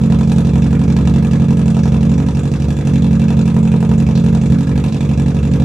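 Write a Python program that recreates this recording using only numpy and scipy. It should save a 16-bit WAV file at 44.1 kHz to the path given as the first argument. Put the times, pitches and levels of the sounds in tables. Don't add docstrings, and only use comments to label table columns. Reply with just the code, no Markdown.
import sys
import numpy as np
from scipy import signal
from scipy.fft import rfft, irfft, next_fast_len
from scipy.io import wavfile
from scipy.ndimage import uniform_filter1d

SR = 44100
rng = np.random.default_rng(int(sys.argv[2]) if len(sys.argv) > 2 else 0)


def int16_out(signal):
    q = np.round(np.clip(np.atleast_2d(signal).T, -1, 1) * 32767)
    wavfile.write(sys.argv[1], SR, q.astype(np.int16))


N = 248724
LEAD = SR // 2
SIZE = next_fast_len(N + 2 * LEAD)
TIME = (np.arange(SIZE) - LEAD) / SR
HZ = np.maximum(np.fft.rfftfreq(SIZE, 1 / SR), 1e-3)
RESONANT_RPM = 1382

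# time in seconds, crank speed in rpm.
IDLE_SPEED = [(0.0, 1379.5), (0.92, 1394.6), (1.14, 1382.2), (1.43, 1393.1), (1.8, 1362.2), (2.4, 1432.8),
              (2.74, 1441.3), (3.05, 1381.4), (3.45, 1384.4), (3.56, 1371.4), (4.4, 1382.7), (4.87, 1437.8),
              (5.18, 1417.1), (5.64, 1415.6)]
# push in dB, valve timing offset in seconds,
# crack in dB, gas in dB, chuff in dB; levels compare one cylinder with another.
CYLINDERS = [(2, -.0013, 8.5, 3, -26), (2.7, -.0004, 15, -2, -18), (2, -.0006, 4.5, 1.5, 3.5),
             (0.5, -.0027, -10, -43, 2)]
# frequency in Hz, bandwidth in Hz, gain in dB, polarity.
AIR_COLUMN_MODES = [(69.48, 5.27, 26.5, -1), (73.53, 7.42, 21, 1), (140.7, 44.4, 15, 1),
                    (148.84, 15.84, 16, -1), (173.2, 7.2, 18, -1), (197.5, 1.88, 10, -1),
                    (217.92, 8.05, 15.5, -1), (268, 4.1, 8.5, -1), (324.6, 4, -1.5, 1),
                    (380.4, 21, -9.5, 1), (422.2, 8.6, -5, 1), (477, 14.4, -4, -1), (527.4, 6, -7.5, 1),
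                    (552.7, 22.6, -9, -1)]
# time in seconds, crack and bark in dB relative to the cylinder's usual.
LOUD_POPS = [(0.123, 3, 6.5), (0.21, -0.5, 5.5), (0.315, 15, 14.5), (0.383, 4.5, 6.5), (0.965, 11.5, 9),
             (1.073, 4.5, 6.5), (1.943, -4.5, 4.5), (2.286, 2.5, 4), (2.872, 7, 1), (3.304, 1.5, 9),
             (3.74, -10, 7), (3.827, -4, 8.5), (4.35, 4, 3), (4.84, 9, 8), (5.008, 6.5, 6)]
# frequency in Hz, bandwidth in Hz, gain in dB.
TAILPIPE_MODES = [(444, 54, 2), (645, 34, 4.5), (741.4, 19, 2.5), (854.6, 43, 1.5), (955, 41, -0.5),
                  (1210, 39, -3)]
# frequency in Hz, gain in dB.
RASP_COLOUR = [(200, -20.5), (400, 4), (540, 4), (660, 8), (1000, -1), (1450, -14.5), (2080, -9.5),
               (2600, -10), (3700, -10), (4400, -12.5), (7500, -11), (9500, -21.5), (11500, -27.5),
               (15000, -52)]
# frequency in Hz, bandwidth in Hz, boost in dB.
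MOUTH_RINGS = [(1269, 29, 13), (1660, 200, 15.5), (2384, 366, 8), (2700, 170, 9), (3458, 130, 9),
               (3870, 145, 7.5), (7200, 560, 2.5), (11030, 730, 5)]
# frequency in Hz, left minus right in dB.
EAR_BALANCE = [(60, 0.5), (110, -2), (200, -1.84), (380, 0.6), (700, -1.5), (1300, 0), (4400, -2),
               (15000, -7.5)]
# frequency in Hz, level in dB relative to the direct sound.
LATERAL_SOUND = [(60, -56), (250, -16.5), (400, -24), (520, 1.5), (700, -5.5), (1200, -10), (2000, -7.5),
                 (3500, -6.5), (7000, -6.5), (15000, 2.5)]


def undb(db):
    return 10 ** (np.asarray(db) / 20)


def unit(x):
    return x / np.sqrt(np.mean(x[..., LEAD:LEAD + N] ** 2))


def through(x, response):
    return irfft(rfft(x) * response, SIZE)


def spectrum(points):
    hz, db = np.transpose(points)
    return np.interp(np.log(HZ), np.log(np.maximum(hz, 1)), db)


def minimum_phase(db):
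    cepstrum = irfft(np.log(undb(db)), SIZE)
    cepstrum[1:SIZE // 2] *= 2
    cepstrum[SIZE // 2 + 1:] = 0
    return np.exp(rfft(cepstrum))


def resonance(hz, width_hz):
    return 1 / (1 + 1j * (HZ / hz - hz / HZ) * hz / width_hz)


def decay(t60):
    return undb(-np.minimum(60 * np.arange(SIZE) / SR / t60, 300))


def pulses(times, db, scatter_db=0):
    if scatter_db:
        db = db + scatter_db * rng.standard_normal(len(times))
    samples = np.clip(np.round(times * SR).astype(int) + LEAD, 0, SIZE - 1)
    return np.bincount(samples, undb(db), SIZE)


def turbulence(impulses, envelope):
    return through(impulses, rfft(envelope)) * rng.standard_normal(SIZE)


def crank_rpm(times):
    return np.interp(times, *np.transpose(IDLE_SPEED))


def firings(jitter_s=0.00018, first_firing_cycles=0.1575):
    count = np.cumsum(crank_rpm(TIME)) / SR / 30
    count -= count[LEAD] + 4 * first_firing_cycles
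    number = np.arange(np.ceil(count[0]) + 1, count[LEAD + N] + 2).astype(int)
    push_db, valve_s, crack_db, gas_db, chuff_db = np.array(CYLINDERS)[number % len(CYLINDERS)].T
    times = np.interp(number, count, TIME) + valve_s + jitter_s * rng.standard_normal(len(number))
    return times, push_db, crack_db, gas_db, chuff_db


def drone(times, push_db, eddy_db=-15, eddy_low_hz=110, eddy_high_hz=600, low_hz=36):
    push = pulses(times, push_db, scatter_db=1.5)
    eddies = unit(turbulence(push, decay(t60=0.13)))
    eddies = through(eddies, 1 / (1 + (eddy_low_hz / HZ) ** 2) / (1 + 1j * HZ / eddy_high_hz))
    column = sum(np.sign(polarity) * undb(db) * resonance(hz, width)
                 for hz, width, db, polarity in AIR_COLUMN_MODES)
    radiation = 1 / (1 + (low_hz / HZ) ** 6)
    sound = through(unit(push) + undb(eddy_db) * eddies, column * radiation)
    power = uniform_filter1d(sound ** 2, size=15200, mode="wrap")
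    return sound / np.sqrt(power + 1e-9)


def boom(peak_db=-10, half_width_rpm=47.2):
    detuning = (crank_rpm(TIME) - RESONANT_RPM) / half_width_rpm
    return peak_db - 10 * np.log10(1 + detuning ** 2)


def chuff(times, chuff_db, lead_s=0.0054):
    openings = pulses(times - lead_s, chuff_db, scatter_db=2)
    flow = turbulence(openings, decay(t60=0.06))
    return unit(through(flow, resonance(hz=1050, width_hz=800) ** 2))


def uneven_burning(times, crack_spread_db=3, bark_spread_db=3.5, labour_db=2.1, db_per_rpm=0.09):
    crack_luck, bark_luck = (2 * rng.random((len(times), 2)) - 1).T
    crack_db = crack_spread_db * crack_luck
    bark_db = bark_spread_db * bark_luck + labour_db + db_per_rpm * (RESONANT_RPM - crank_rpm(times))
    for time, pop_crack_db, pop_bark_db in LOUD_POPS:
        nearest = np.argmin(abs(times - time))
        crack_db[nearest], bark_db[nearest] = pop_crack_db, pop_bark_db
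    return crack_db, bark_db


def cracks(times, crack_db, low_hz=520, tear_db=-1):
    edge = unit(pulses(times, crack_db))
    tear = unit(turbulence(edge, decay(t60=0.021)))
    high_pass = 1 / (1 + low_hz / (1j * HZ)) ** 2
    return unit(through(undb(tear_db) * tear - edge, high_pass))


def bark(times, bark_db, breakup_db=-8):
    front = unit(pulses(times, bark_db))
    breakup = unit(turbulence(front, decay(t60=0.028)))
    modes = sum(undb(db) * resonance(hz, width) for hz, width, db in TAILPIPE_MODES)
    return unit(through(undb(breakup_db) * breakup - front, modes * resonance(hz=700, width_hz=1700)))


def gas_puffs(times, gas_db, outflow_db=-9, span_hz=(700, 12000), bands=12):
    puff = decay(t60=0.039) + undb(outflow_db) * decay(t60=0.22)
    band_position = np.interp(np.log(HZ), np.log(span_hz), [0, bands - 1])
    hiss = 0
    for band in range(bands):
        flow = turbulence(pulses(times, gas_db, scatter_db=4), puff)
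        band_gain = np.sqrt(np.maximum(1 - abs(band_position - band), 0))
        hiss = hiss + rfft(flow) * band_gain
    return unit(irfft(hiss, SIZE))


def mouth():
    rings_db = sum(db * abs(resonance(hz, width)) ** 2 for hz, width, db in MOUTH_RINGS)
    return minimum_phase(spectrum(RASP_COLOUR) + rings_db)


def reflections(direct, near_db=-7, near_t60=0.047, far_db=-11, far_t60=0.33):
    near, far = (rng.standard_normal(SIZE) * decay(t60) for t60 in (near_t60, far_t60))
    tail = undb(near_db) * near / np.linalg.norm(near) + undb(far_db) * far / np.linalg.norm(far)
    response = direct + rfft(tail)
    return response / np.sqrt(uniform_filter1d(abs(response) ** 2, size=700))


def rasp(times, crack_db, gas_db, chuff_db, travel_s=0.0016, gas_share=0.5):
    fronts = times + travel_s
    extra_crack_db, extra_bark_db = uneven_burning(times)
    edges = undb(-2.5) * cracks(fronts, crack_db + extra_crack_db)
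    hiss = undb(-0.5) * gas_puffs(fronts, gas_db + gas_share * extra_crack_db)
    whirr = undb(-15) * rng.standard_normal(SIZE)
    bright = unit(through(edges + hiss + whirr, mouth()))
    body = undb(-8) * chuff(times, chuff_db) + undb(-0.5) * bark(fronts, crack_db + extra_bark_db)
    return through(bright + body, reflections(direct=0.67))


def jet(times, gas_db, travel_s=0.0025, low_hz=3200):
    colour = mouth() / (1 + low_hz / (1j * HZ))
    return np.array([unit(through(gas_puffs(times + travel_s, gas_db), colour)) for _ in range(2)])


def outdoor_rumble():
    return unit(through(rng.standard_normal(SIZE), resonance(hz=22, width_hz=30) ** 2))


def ears(sound, left_lag_s=0.00004):
    balance_db = spectrum(EAR_BALANCE) / 2
    scattered = reflections(direct=0, near_db=-1, near_t60=0.022, far_db=-11.5, far_t60=0.021)
    side = undb(spectrum(LATERAL_SOUND)) * scattered
    left = undb(balance_db) * (1 + side) * np.exp(-2j * np.pi * HZ * left_lag_s)
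    right = undb(-balance_db) * (1 - side)
    return through(sound, np.array([left, right]))


def scene(rasp_db=-36.5, rasp_share=0.19, jet_db=-47, rumble_db=-54):
    times, push_db, crack_db, gas_db, chuff_db = firings()
    boom_db = boom()
    car = undb(boom_db) * drone(times, push_db)
    swell_db = rasp_share * (boom_db - boom_db.mean())
    car += undb(rasp_db + swell_db) * rasp(times, crack_db, gas_db, chuff_db)
    stereo = ears(car + undb(rumble_db) * outdoor_rumble())
    stereo += undb(jet_db) * jet(times, gas_db)
    return stereo[:, LEAD:LEAD + N]


def record(dry, top_hz=15600):
    rounded = dry / (1 + abs(dry) ** 10) ** (1 / 10)
    return signal.sosfilt(signal.ellip(8, 0.2, 70, top_hz, fs=SR, output="sos"), rounded)


dry = scene()
out = record(dry)
int16_out(out)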